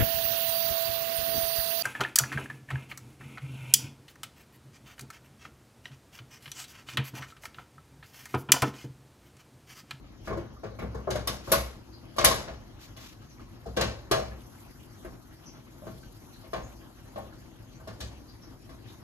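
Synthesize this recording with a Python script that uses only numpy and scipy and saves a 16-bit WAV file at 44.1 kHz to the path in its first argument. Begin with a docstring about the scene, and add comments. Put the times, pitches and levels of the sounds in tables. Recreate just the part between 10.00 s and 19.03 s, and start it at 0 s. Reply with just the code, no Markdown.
"""A burner hisses and flutters under a gently popping pot while someone wipes a gas stove.
From the start, iron pan supports knock and clink on the enamelled top, which booms under some blows.
A wet sponge swishes now and then, and squeaks from about 2 s; more knocks cluster near 4 s.
The gas hiss swells near 4.5 s, and after that come mostly lighter touches and more squeaks.
Blows are built from noise and fading tones, the burner and wipes from shaped noise, squeaks from gliding tones."""
import sys
import numpy as np
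from scipy import signal
from scipy.fft import rfft, irfft, next_fast_len
from scipy.io import wavfile
from scipy.ndimage import uniform_filter1d

SR = 44100
rng = np.random.default_rng(int(sys.argv[2]) if len(sys.argv) > 2 else 0)


def waveform_to_disk(signal):
    """Save audio, clipped to [-1, 1], as 16-bit WAV at the path in sys.argv[1]."""
    frames = np.transpose(np.atleast_2d(signal))
    scaled = np.clip(frames, -1, 1) * 32767
    samples = np.round(scaled).astype(np.int16)
    wavfile.write(sys.argv[1], SR, samples)


N = 398223  # samples, about 9 s
RING_SIZE = 24576  # samples set aside for one blow, wipe or squeak

# low modes of the stove's hollow body: (pitch [Hz], relative level [dB], time to fall 60 dB [s])
HOLLOW_MODES = [(107.7, -3.5, 0.58), (169.6, -1, 0.25), (206.1, -1, 0.26), (240.7, -5.5, 0.23)]


def gain_of(db):
    """Turns decibels into amplitude."""
    return 10 ** (np.asarray(db) / 20)


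def evened(x):
    """Scales a sound to an rms of 1."""
    return x / np.sqrt(np.mean(x ** 2) + 1e-20)


def read(points, hz, axis=1):
    """Reads one column of a table, joined by straight lines over log frequency."""
    table = np.transpose(points)
    return np.interp(np.log(hz + 1), np.log(table[0] + 1), table[axis])


def bump(hz, centre_hz, octaves):
    """A bell curve of height 1 over log frequency."""
    return np.exp(-.5 * (np.log2((hz + 1) / centre_hz) / octaves) ** 2)


def add(mix, s, sound):
    """Mixes a stereo sound in at time s."""
    part = mix[:, max(round(s * SR), 0):][:, :sound.shape[1]]
    part += sound[:, :part.shape[1]]


def drift(per_s):
    """Slow random motion of rms 1; a larger per_s [Hz] lets it move faster."""
    hz = np.fft.rfftfreq(2048, N / SR / 2048)
    steps = rng.standard_normal(2 * len(hz) - 2)
    slow = irfft(rfft(steps) / (1 + (hz / per_s) ** 2))
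    return evened(np.interp(np.linspace(0, len(slow) - 1, N), np.arange(len(slow)), slow))


def ripple(size, count):
    """Uneven peaks and dips of rms 1 along a spectrum or a sound, each about count steps wide."""
    smooth = uniform_filter1d(rng.standard_normal(size), count)
    return evened(uniform_filter1d(smooth, count))


def ports(hz):
    """How the right microphone port follows the left: shared part, own part, and the gain of each side."""
    # the two ports:
    # (pitch [Hz], likeness [0-1], lead of the left [radians], left minus right [dB])
    port_table = [(50, .97, 0, -1), (130, .82, .3, 2.5), (330, .6, .3, 7), (600, .66, -1.15, 3),
                  (1100, .78, -1, 1), (1800, .33, -1.2, 1.8), (3000, .3, -2.2, 2), (5000, .2, -3.3, 1.8),
                  (6600, .45, -5.5, 2), (7600, .7, -3.5, 1.5), (8500, .998, -3.14, 0),
                  (9700, .995, -3.1, 0), (10400, .87, -2.5, 0), (11700, .8, -1.3, 0), (13000, .99, 0, 0)]
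    same = np.clip(read(port_table, hz, axis=1), 0, 1)
    lead = read(port_table, hz, axis=2)
    tilt = gain_of(read(port_table, hz, axis=3) / 2)
    return same * np.exp(-1j * lead), np.sqrt(1 - same ** 2), np.array([tilt, 1 / tilt])


def field(shared, own, sides):
    """Spectra of random phase as the two ports hear them."""
    a, b = np.exp(2j * np.pi * rng.random((2, len(own))))
    return sides * np.array([a, shared * a + own * b])


def noise(spectrum):
    """Steady stereo noise of rms 1, with the balance of low and high set by a spectrum."""
    size = next_fast_len(N, True)
    hz = np.fft.rfftfreq(size, 1 / SR)
    return evened(irfft(field(*ports(hz)) * gain_of(read(spectrum, hz)), size)[:, :N])


def kitchen_air(air_db=-67):
    """The still kitchen: quiet, steady noise."""
    # colour of the room's noise: (pitch [Hz], relative level per Hz [dB])
    air = [(1000, 8), (2200, 4), (4000, 16.5), (6200, 14.5), (7600, 1.5), (11800, -3), (13000, -5),
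           (14600, -45)]
    return gain_of(air_db) * noise(air)


def burner(flame_db=-50, flutter_db=1.35, waver_db=1.75, hum_db=-3, hum_wander=3.75):
    """The flame flutters as low noise under a wavering gas hiss, with two low tones of unsteady pitch."""
    # colour of the flame's noise: (pitch [Hz], relative level per Hz [dB])
    flame_colour = [(12, -55.5), (20, -69.5), (41, 2), (76, -6), (111, 1), (181, -10.5), (255, -5),
                    (294, -10), (325, -6), (440, -21), (487, -18), (840, -19), (1160, -21.5), (2040, -28),
                    (2500, -31.5), (3250, -30.5), (5500, -120)]
    # colour of the gas jet's hiss: (pitch [Hz], relative level per Hz [dB])
    hiss_colour = [(1500, -23), (2800, -3), (4500, -3), (6200, -1), (7600, -0.5), (9000, 3), (11800, 2),
                   (13000, -5.5), (14400, -11.5), (15200, -36.5)]
    # level of the hiss before its waver: (time [s], level [dB])
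    hiss_level = [(0, -73.5), (1.9, -68), (4.2, -67.5), (4.5, -60), (4.9, -63.5), (5.7, -65.5),
                  (5.9, -60.5), (7.7, -66.5), (9, -66)]
    # low tones: (pitch before wandering [Hz], level before hum_db is added [dB])
    hum_tones = [(113.0, -58.5), (323.0, -72)]
    t = np.arange(N) / SR
    flame = noise(flame_colour) * gain_of(flame_db + flutter_db * drift(14))
    hiss_db = np.interp(t, *np.transpose(hiss_level)) + waver_db * drift(36)
    hiss = noise(hiss_colour) * gain_of(hiss_db)
    hum = np.zeros(N)
    for hz, db in hum_tones:
        phase = 2 * np.pi * hz * t + hum_wander * drift(1.24)  # wander in radians
        hum += gain_of(db + hum_db) * np.sin(phase)
    return flame + hiss + hum


def seething(x, patch_db=2.5):
    """The burner and room noise are uneven: small patches of the spectrum swell and fade."""
    hz, _, z = signal.stft(x, SR, nperseg=512)
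    patches = rng.standard_normal(z.shape[1:])
    # smooth twice across pitch, then twice along time
    for axis, size in [(0, 9), (0, 6), (1, 8), (1, 5)]:
        patches = uniform_filter1d(patches, size, axis=axis)
    depth = read([(300, .2), (1200, 1), (6000, 1), (12000, .5)], hz)[:, None]
    patch_gain = gain_of(patch_db * depth * evened(patches))
    return signal.istft(z * patch_gain, SR, nperseg=512)[1][:, :N]


def simmer(count=110, level_db=-63, spread_db=9, pop_t60=0.06):
    """Small bubbles burst at random in the pot, each a soft blip of its own pitch; a few are large."""
    size_samples = RING_SIZE // 6
    t, hz = np.arange(size_samples) / SR, np.fft.rfftfreq(size_samples, 1 / SR)
    out, pair = np.zeros((2, N)), ports(hz)
    shape = gain_of(-60 * t / pop_t60) * (1 - np.exp(-t / 0.0017))
    for when, size, pitch in rng.random((count, 3)):
        pop_hz = 850 * 4 ** pitch  # 850 to 3400 Hz
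        pop = evened(irfft(field(*pair) * bump(hz, pop_hz, .25)))
        add(out, when * N / SR, gain_of(level_db + spread_db * size ** 2) * pop * shape)
    return out


def sponge(wipe_hz=3020, wipe_octaves=1.3, grain_db=2):
    """Wiping is broad noise that swells and dies, its level shaken quickly to make it grainy."""
    # broad wipes: (time [s], time from start to loudest, doubled [s], peak level before graininess [dB])
    wipes = [(0.24, 0.047, -55.5), (1.424, 0.13, -49), (2.782, 0.092, -52.5), (2.981, 0.12, -49),
             (8.863, 0.08, -58)]
    t, hz = np.arange(RING_SIZE) / SR, np.fft.rfftfreq(RING_SIZE, 1 / SR)
    out, pair = np.zeros((2, N)), ports(hz)
    for s, length, db in wipes:
        rub = evened(irfft(field(*pair) * bump(hz, wipe_hz, wipe_octaves) * (hz < 14800)))
        u = 2 * t / length
        stroke = (u * np.exp(1 - u)) ** 2
        add(out, s, gain_of(db) * rub * stroke)
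    return out * gain_of(grain_db * drift(51))


def squeaks(squeak_s=0.039, glide=-0.043, jitter=0.062, room_t60=.28):
    """Where the sponge grips the enamel it sticks and slips: a short, unsteady whistle that the room prolongs."""
    # squeaks: (time [s], level before the room is added [dB], middle pitch before jitter [Hz])
    squeak_table = [(1.916, -55.5, 4510), (3.284, -60.5, 5940), (5.451, -51.5, 5820), (6.32, -59, 4100),
                    (6.62, -57, 6700), (8.27, -57, 4600), (8.41, -57, 5530), (8.59, -70, 2500),
                    (8.869, -58.5, 3820)]
    t, hz = np.arange(RING_SIZE) / SR, np.fft.rfftfreq(RING_SIZE, 1 / SR)
    out, pair = np.zeros((2, N)), ports(hz)
    u = t[t < squeak_s] / squeak_s
    for s, db, pitch_hz in squeak_table:
        # glide and jitter are shares of the pitch
        slip_hz = pitch_hz * (1 + glide * (u - .5) + jitter * ripple(len(u), count=24))
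        whistle = np.sin(np.pi * u) * np.sin(2 * np.pi * np.cumsum(slip_hz) / SR)
        room = irfft(field(*pair)) * gain_of(-60 * t / room_t60)
        room = 2 * room / np.linalg.norm(room[0])
        add(out, s, gain_of(db) * signal.fftconvolve(whistle[None], room, axes=1))
    return out


def contacts(rebound_s=.026, rebound_clink_db=-2.5):
    """Lists every blow; some have a duller rebound, when the support rocks onto its other foot."""
    # a pan support is set down or bumped; levels after the strength are relative to it,
    # except the boom, which is relative to the thud:
    # (time [s], strength [dB], clink [dB], upper-mid bite [dB], edge tick [dB], centre of the knock [Hz],
    #  knock [dB], rebound share [0-1], iron ring [dB], knock length [s], boom [dB], hollow bloom [dB])
    blows = [(0.274, -25.5, -27.5, 5, -23, 477, 0.5, .57, 1, 0.12, 7, -12),
             (.303, -22.5, -40, 0, -50, 414, 6.5, 0, -7.5, 0.084, 0, -6.5),
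             (.325, -30.5, -30, -1, -33, 1125, 10.5, 0, -5, 0.043, -8, -25),
             (.328, -29, -28, 2, -38, 593, 5, 0, -3.5, .06, -8, -14),
             (.37, -35, -21, 2.5, -16, 550, 14, .22, 0, 0.067, -16, -27),
             (.372, -32, -36, -4, -40, 343, 14, 0, -10, 0.1, -10, -13),
             (0.567, -51, -26, -2, -37, 1210, 16, 0, -6, 0.042, -8, -20),
             (.634, -28.5, -30, -2, -38, 429, 10.5, .3, -0.5, 0.087, -11, -9.5),
             (.637, -36.5, -19.5, 4, -36, 701, 9.5, 0, -10, 0.1, -11, -20),
             (.719, -46, -30, -2, -36, 518, 20, 0, -12, .062, -10, -13),
             (.788, -29, -25.5, 10, -19, 620, -2, 0, -3, .1, -2, -5),
             (0.819, -24.5, -40, 6, -26, 472, 3, 0, -8, 0.11, 13, -5),
             (.945, -30, -26.5, -5, -26, 459, 7, .5, -1.5, 0.11, 11, -9.5),
             (.946, -35.5, -28, -7, -24, 870, 6.5, 0, -11, .1, -8, -22),
             (1.072, -21, -52, -10, -46, 630, 8, 0, -3, .076, -6, -24),
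             (1.074, -31.5, -35, -4, -48, 373, 13.5, 0, 8, 0.19, -6, -20),
             (1.087, -29, -38, -5, -46, 560, 13, 0, -3, .08, -6, -20),
             (1.104, -23.5, -12.5, -2, -11, 370, 1.5, 0, -3.5, 0.066, 1, -16),
             (1.142, -25, -36, -6, -28, 602, -4, 0, -10, 0.079, 0, -18),
             (1.154, -23, -17.5, 0, -16, 595, 9.5, 0, -16, 0.075, 3, -7.5),
             (1.272, -19, -11, -1.5, -4, 1125, 1.5, 0, -9.5, 0.09, 10.5, -18),
             (1.473, -23, -40, -2, -25, 550, -4, 0, -10, 0.19, 10, -17),
             (1.517, -15.5, -10.5, 0, 4.5, 563, 5.5, .3, -1, 0.13, 6, -30),
             (1.522, -22.5, -18, 7, -8, 1460, 5.5, 0, 2.5, 0.082, -5, -25),
             (1.533, -22.5, -12.5, 0, -5, 1095, 18.5, 0, -4.5, 0.048, 4, -21),
             (2.163, -35, -12, 0, -5, 583, 12, 0, -2, 0.082, 3, -25),
             (2.183, -16, -13.5, -1.5, -16.5, 1150, 8, 0, -0.5, 0.029, -2, -27),
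             (2.207, -25, -13, 4, -15, 597, 8, 0, -2, 0.12, -4, -10),
             (2.241, -11, -25.5, 11, -34, 1070, 3.5, .3, 0.5, 0.081, -6, -16.5),
             (2.245, -16, 0, -5, 7.5, 638, 9.5, 0, -5.5, 0.11, 1, -18),
             (2.309, -21, -15.5, 5.5, -29, 1090, 14, 0, -8.5, 0.056, 0, -22),
             (2.383, -29, -23, 5, -28, 1035, 2, 0, -3, .081, -4, -32),
             (2.477, -28, -21.5, 3.5, -48, 663, 7.5, 0, -8, 0.031, 3, -31),
             (2.965, -41, -9, 2, -1, 335, -15, 0, -0.5, .065, -1, -20),
             (3.217, -44, -19, 0, -14, 1310, 6, 0, -5, .05, 9, -13),
             (3.395, -43.5, -19, 7.5, -26, 1220, 10, 0, -3.5, 0.035, -15, -20),
             (3.658, -34.5, -18.5, -11, -20, 681, 11.5, .5, -12, .08, 15.5, -4),
             (3.662, -40.5, -26, 0, -15, 455, 16, 0, -7, 0.11, 4, -22),
             (3.765, -28, -8.5, 1, -10, 1150, -6, 0, -1, .05, 9, -21),
             (3.77, -20, -18.5, 1.5, -23, 491, 8.5, .5, 3.5, 0.11, 4, -27),
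             (3.809, -16.5, -12.5, 0.5, -14.5, 513, 5.5, .3, -5, 0.058, -10, -10),
             (4.112, -14, -13, -1.5, -11.5, 388, 5, 0, -3, 0.066, -11, -29),
             (4.121, -20, -25, 6.5, -21, 677, 7, 0, 4, 0.076, -10, -23),
             (4.138, -25.5, -19, 2, -24, 1190, 11, 0, 3, .057, -2, -25),
             (4.175, -27.5, -37, 0, -23, 648, 9, 0, 3.5, 0.16, -5, -25),
             (4.318, -42.5, -28, 0, -30, 1710, 10.5, 0, -6, 0.042, -11, -20),
             (5.046, -30.5, -31.5, 4.5, -15, 356, 5, 0, -4.5, .06, -6, -26),
             (5.55, -49.5, -16, 3, -25, 1350, 3, 0, 5, 0.068, -10, -13),
             (5.82, -39, -42, -9, -25, 604, 6, 0, -3, 0.24, -1, -3),
             (5.868, -32.5, -26.5, 1, -30, 420, 7, 0, 1, 0.046, -1, -13),
             (6.03, -55, -3, 0, -24, 1540, 17, 0, -2, 0.053, -5, -20),
             (6.44, -41.5, -21, 6, -24, 1400, -11, 0, 1, .05, -6, -20),
             (6.532, -23, -23, 3.5, -25, 673, 6.5, .5, 0, 0.13, -13, -27),
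             (6.533, -35, -22, 7, -30, 1166, 6, 0, -14, 0.087, -10, -25),
             (6.815, -52, -29, 5, -24, 1700, 10, 0, 7, .044, -3, -23),
             (7.159, -31.5, -24.5, 3, -24, 602, 9, 0, 2, 0.15, -16, -26),
             (7.178, -34, -30, 0, -9, 792, 14, 0, -6, 0.073, -20, -23),
             (7.325, -50.5, -8, -2, -23, 1470, 17, 0, -11, 0.035, -11, -18),
             (7.421, -49, -25, -3, -25, 1600, 8, 0, -5, 0.045, -11, -23),
             (7.636, -48, -35, -14, -20, 1500, -1, 0, -3, .04, -7, -22),
             (7.798, -38.5, -34, 4, -17, 1210, -2, 0, -4, .047, -9, -23),
             (7.873, -29.5, -18, -3.5, -18, 605, 2, 0, -5.5, 0.031, -3, -9),
             (8.003, -29, -8.5, -2.5, -10, 900, -4, 0, -12, 0.03, 14, -12),
             (8.691, -39.5, -19, 0, -13, 1990, -2, 0, -0.5, .044, 8, -22)]
    hits = []
    for s, db, clink_db, bite_db, tick_db, knock_hz, knock_db, share, *body in blows:
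        hits.append((s, db, clink_db, bite_db, tick_db, knock_hz, knock_db, *body))
        if share > .2:
            hits.append((s + rebound_s, db + 20 * np.log10(share), clink_db + rebound_clink_db, bite_db,
                         tick_db + rebound_clink_db, knock_hz, knock_db, *body))
    return hits


def contact(hz, clink_db, tick_db, thud_db, knock_hz, knock_db, early_rolloff=0.18):
    """Colour of one blow: hard edges add treble, weight adds bass, the spot struck favours one pitch."""
    slope = [(90, thud_db + 22.0), (200, thud_db + 10.5), (440, 0.0092), (1150, 0.0048),
             (1600, early_rolloff * clink_db), (2900, clink_db + 1.5), (6500, clink_db + 4.0),
             (11000, tick_db + 4.0)]
    return gain_of(read(slope, hz) + knock_db / 2 * bump(hz, knock_hz, .25))


def clang_shapes(t, hz, room_rise=0.012):
    """Overlapping bands and their envelopes: a short crack, then the room builds up; bass swells slowly."""
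    # how the clang lives and dies: (pitch [Hz], rise [s], first crack [dB], crack time to fall 60 dB [s],
    #  room [dB], room time to fall 60 dB [s])
    life = [(60.5, 0.016, -7, .06, -1.5, 0.82), (157, 0.012, 8, 0.04, -0.5, 0.4),
            (422, 0.0011, -0.5, 0.047, -4, 0.53), (1090, 0.00035, 2.5, 0.17, -3, 0.58),
            (2960, 0.0024, 10.5, 0.11, 3, 0.44), (7000, 0.0052, 13, 0.041, -5, 0.41),
            (11910, 0.0005, 15.5, 0.064, 3.5, 0.39), (14900, .0004, 15.5, 0.033, -10.5, 0.039)]
    centres = np.array([60, 160, 420, 1100, 2900, 7000, 12500, 15000])
    bands = np.array([read(np.c_[centres, row], hz) for row in np.eye(len(centres))])
    columns = (read(life, centres[:, None], axis=k) for k in range(1, 6))
    rise, crack_db, crack_t60, room_db, room_t60 = columns
    crack = gain_of(crack_db - 60 * t / crack_t60)
    room = gain_of(room_db - 60 * t / room_t60) * (1 - np.exp(-t / room_rise))
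    envelopes = (crack + room) * (1 - np.exp(-t / rise))
    return np.float32(bands[:, None]), np.float32(envelopes)[:, None]


def iron_ring(t, hz, colour, modes, iron_db=-19, spot_db=2.0, detune=0.0023):
    """The modes of a support and the top; each spot and grip weights and tunes them a little differently."""
    mode_hz, mode_db, mode_t60 = np.transpose(modes)
    spot, grip = rng.uniform(-1.06, 1, (2, len(modes)))
    mode_gain = np.interp(mode_hz, hz, colour) * gain_of(iron_db + mode_db + spot_db * spot)
    weights = field(*ports(mode_hz)) * mode_gain
    poles = 2j * np.pi * mode_hz * (1 + detune * grip) - np.log(1000) / mode_t60
    # build the fading tones in blocks of 128 samples, to save work
    starts, block = np.exp(np.outer(t[::128], poles)), np.exp(np.outer(poles, t[:128]))
    ring = ((weights[:, None] * starts) @ block).real.reshape(2, -1)
    return ring * (1 - np.exp(-t / 0.0003))


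def hollow_modes(t, rise_s=0.017):
    """The low modes of the stove's hollow body, which swell just after a blow."""
    mode_hz, mode_db, mode_t60 = np.transpose(HOLLOW_MODES)[:, :, None]
    swell = (1 - np.exp(-t / rise_s)) ** 2
    return gain_of(mode_db - 60 * t / mode_t60) * np.exp(2j * np.pi * mode_hz * t) * swell


def knock(t, knock_hz, length, level_db=-13, fade_db=35, fade_bend=1.02, spread=0.1, flank_db=-8, count=3):
    """The struck spot: one hollow mode between two weaker ones, all dying away quickly and evenly."""
    place = np.linspace(-1, 1, count)
    mode_hz = knock_hz * np.exp(spread * place * rng.uniform(0.555, 1.49, count))
    weights = field(*ports(mode_hz)) * gain_of(flank_db * abs(place))
    ring = (weights @ np.exp(2j * np.pi * mode_hz[:, None] * t)).real
    fade = gain_of(level_db - fade_db * (t / length) ** fade_bend)
    return ring * fade * (1 - np.exp(-t / .0016))


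def pan_supports(clang_db=-2.0, boom_db=-9.0, boom_hz=64.86, boom_t60=0.43, boom_rise=0.012, bite_hz=2400):
    """Each blow sets off a knock, the panel's clang, the ring of the iron, a hollow bloom and a low boom."""
    # dense clang of the sheet-metal top: (pitch [Hz], relative level per Hz [dB])
    panel_colour = [(30, -18), (65, 7), (85, -14), (120, 6), (250, 2.5), (550, 4), (850, -3.5), (1150, -6),
                    (1900, -4), (4000, 1.5), (6400, 0.5), (7600, -0.5), (11000, -9), (15500, -27)]
    # ring of the enamelled top: (pitch [Hz], relative level [dB], time to fall 60 dB [s])
    top = [(205.5, -2.5, .55), (342.8, 2.5, 0.21), (416, 0.5, 0.11), (473, -4, 0.29), (533, -0.5, 0.34),
           (571, -10.5, 0.16), (648, 6, 0.3), (764, -9, 0.45), (1066, -1, 0.35), (1085, -0.5, 0.34),
           (1139, -4, 0.28), (1185, 2, 0.18)]
    # ring of the right-hand support, handled first: (pitch [Hz], relative level [dB], time to fall 60 dB [s])
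    right_support = [(1384, -8.5, .25), (1463, 0, 0.22), (1670, 0.5, 0.28), (1810, -4, .25), (2210, 7, 0.3),
                     (2885, -1.5, 0.48), (2930, 8, 0.32), (3300, -3, .2), (3980, 6.5, .3), (4560, 6, 0.28),
                     (4750, -1, .33), (4740, 2.5, .3), (5000, -5, 0.54), (5530, 5, 0.23), (6230, 2, 0.36),
                     (6610, 0, 0.2), (6700, 1, 0.16)]
    # ring of the left-hand support: (pitch [Hz], relative level [dB], time to fall 60 dB [s])
    left_support = [(1555, 2.5, 0.18), (1663, 0.5, .2), (1790, -5, .34), (2120, -2.5, 0.33),
                    (2320, -2, 0.45), (2450, -4, .36), (2740, 0, 0.41), (2880, 7, 0.23), (2940, 3, .45),
                    (3420, 10, 0.25), (3800, -1, 0.2), (4030, 9, 0.22), (4107, -2.5, .34), (4500, 10, 0.26),
                    (5400, -2, .32), (5900, 3.5, 0.27)]
    swap_s = 2.9  # from here on the left-hand support rings
    contact_s = .0008  # contact time of a 0 dB blow
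    thud_0_db, thud_growth = -21, 0.61  # thud of a 0 dB blow, and its dB per dB of strength
    chatter_db, chatter_onset_s = 2, 0.022

    t, hz = np.arange(RING_SIZE) / SR, np.fft.rfftfreq(RING_SIZE, 1 / SR)
    bands, envelopes = clang_shapes(t, hz)
    panel, pair = gain_of(clang_db + read(panel_colour, hz)) * np.sqrt(RING_SIZE), ports(hz)
    crowd_db = read([(600, 0), (1500, 2.8), (3500, 3.2), (7000, 3.5), (9000, 4.5)], hz)
    boom = gain_of(boom_db - 60 * t / boom_t60) * (1 - np.exp(-t / boom_rise)) ** 2
    hollow, hollow_pair = hollow_modes(t), ports(np.transpose(HOLLOW_MODES)[0])
    out = np.zeros((2, N))
    for (s, db, clink_db, bite_db, tick_db, knock_hz, knock_db,
         ring_db, length, weight_db, hollow_db) in contacts():
        # the thud comes from the support's weight, so it grows more slowly than the rest of the blow
        thud_db = thud_0_db + thud_growth * db - db  # relative to the blow
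        colour = contact(hz, clink_db, tick_db, thud_db, knock_hz, knock_db)
        colour = colour * gain_of(bite_db * bump(hz, bite_hz, 0.35))
        # every spot struck picks out others of the panel's many close resonances, at about the same power
        peaks = gain_of(crowd_db * ripple(len(hz), count=24) - crowd_db ** 2 / 8)
        spectrum = (field(*pair) * panel * colour * peaks).astype(np.complex64)
        clang = (irfft(spectrum * bands) * envelopes).sum(0)
        # a gentle touch stays in contact longer, so it starts more softly
        clang *= 1 - np.exp(-t / (contact_s * gain_of(-db / 2)))
        # the loose iron chatters as it settles, so the clang dies unevenly
        chatter = ripple(RING_SIZE, count=160) * (0.5 - np.exp(-t / chatter_onset_s))
        clang *= gain_of(chatter_db * chatter)
        support = right_support if s < swap_s else left_support
        ring = gain_of(ring_db) * iron_ring(t, hz, colour, top + support)
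        bloom = gain_of(hollow_db) * (field(*hollow_pair) @ hollow).real
        # one running phase for all blows
        low = gain_of(thud_db + weight_db) * boom * np.sin(2 * np.pi * boom_hz * (t + s))
        add(out, s, gain_of(db) * (clang + ring + bloom + low))
        add(out, s, gain_of(db + knock_db) * knock(t[:RING_SIZE // 2], knock_hz, length))
    return out


def scene():
    """Everything on and around the stove."""
    steady = seething(kitchen_air() + burner())
    return steady + simmer() + sponge() + squeaks() + pan_supports()


def record(dry, edge_hz=15700):
    """The recorder's band limit: a filter that removes the highest treble."""
    low_pass = signal.firwin(255, edge_hz, window=("kaiser", 9), fs=SR)
    return signal.oaconvolve(dry, low_pass[None], "same")


dry = scene()
out = record(dry)
waveform_to_disk(out)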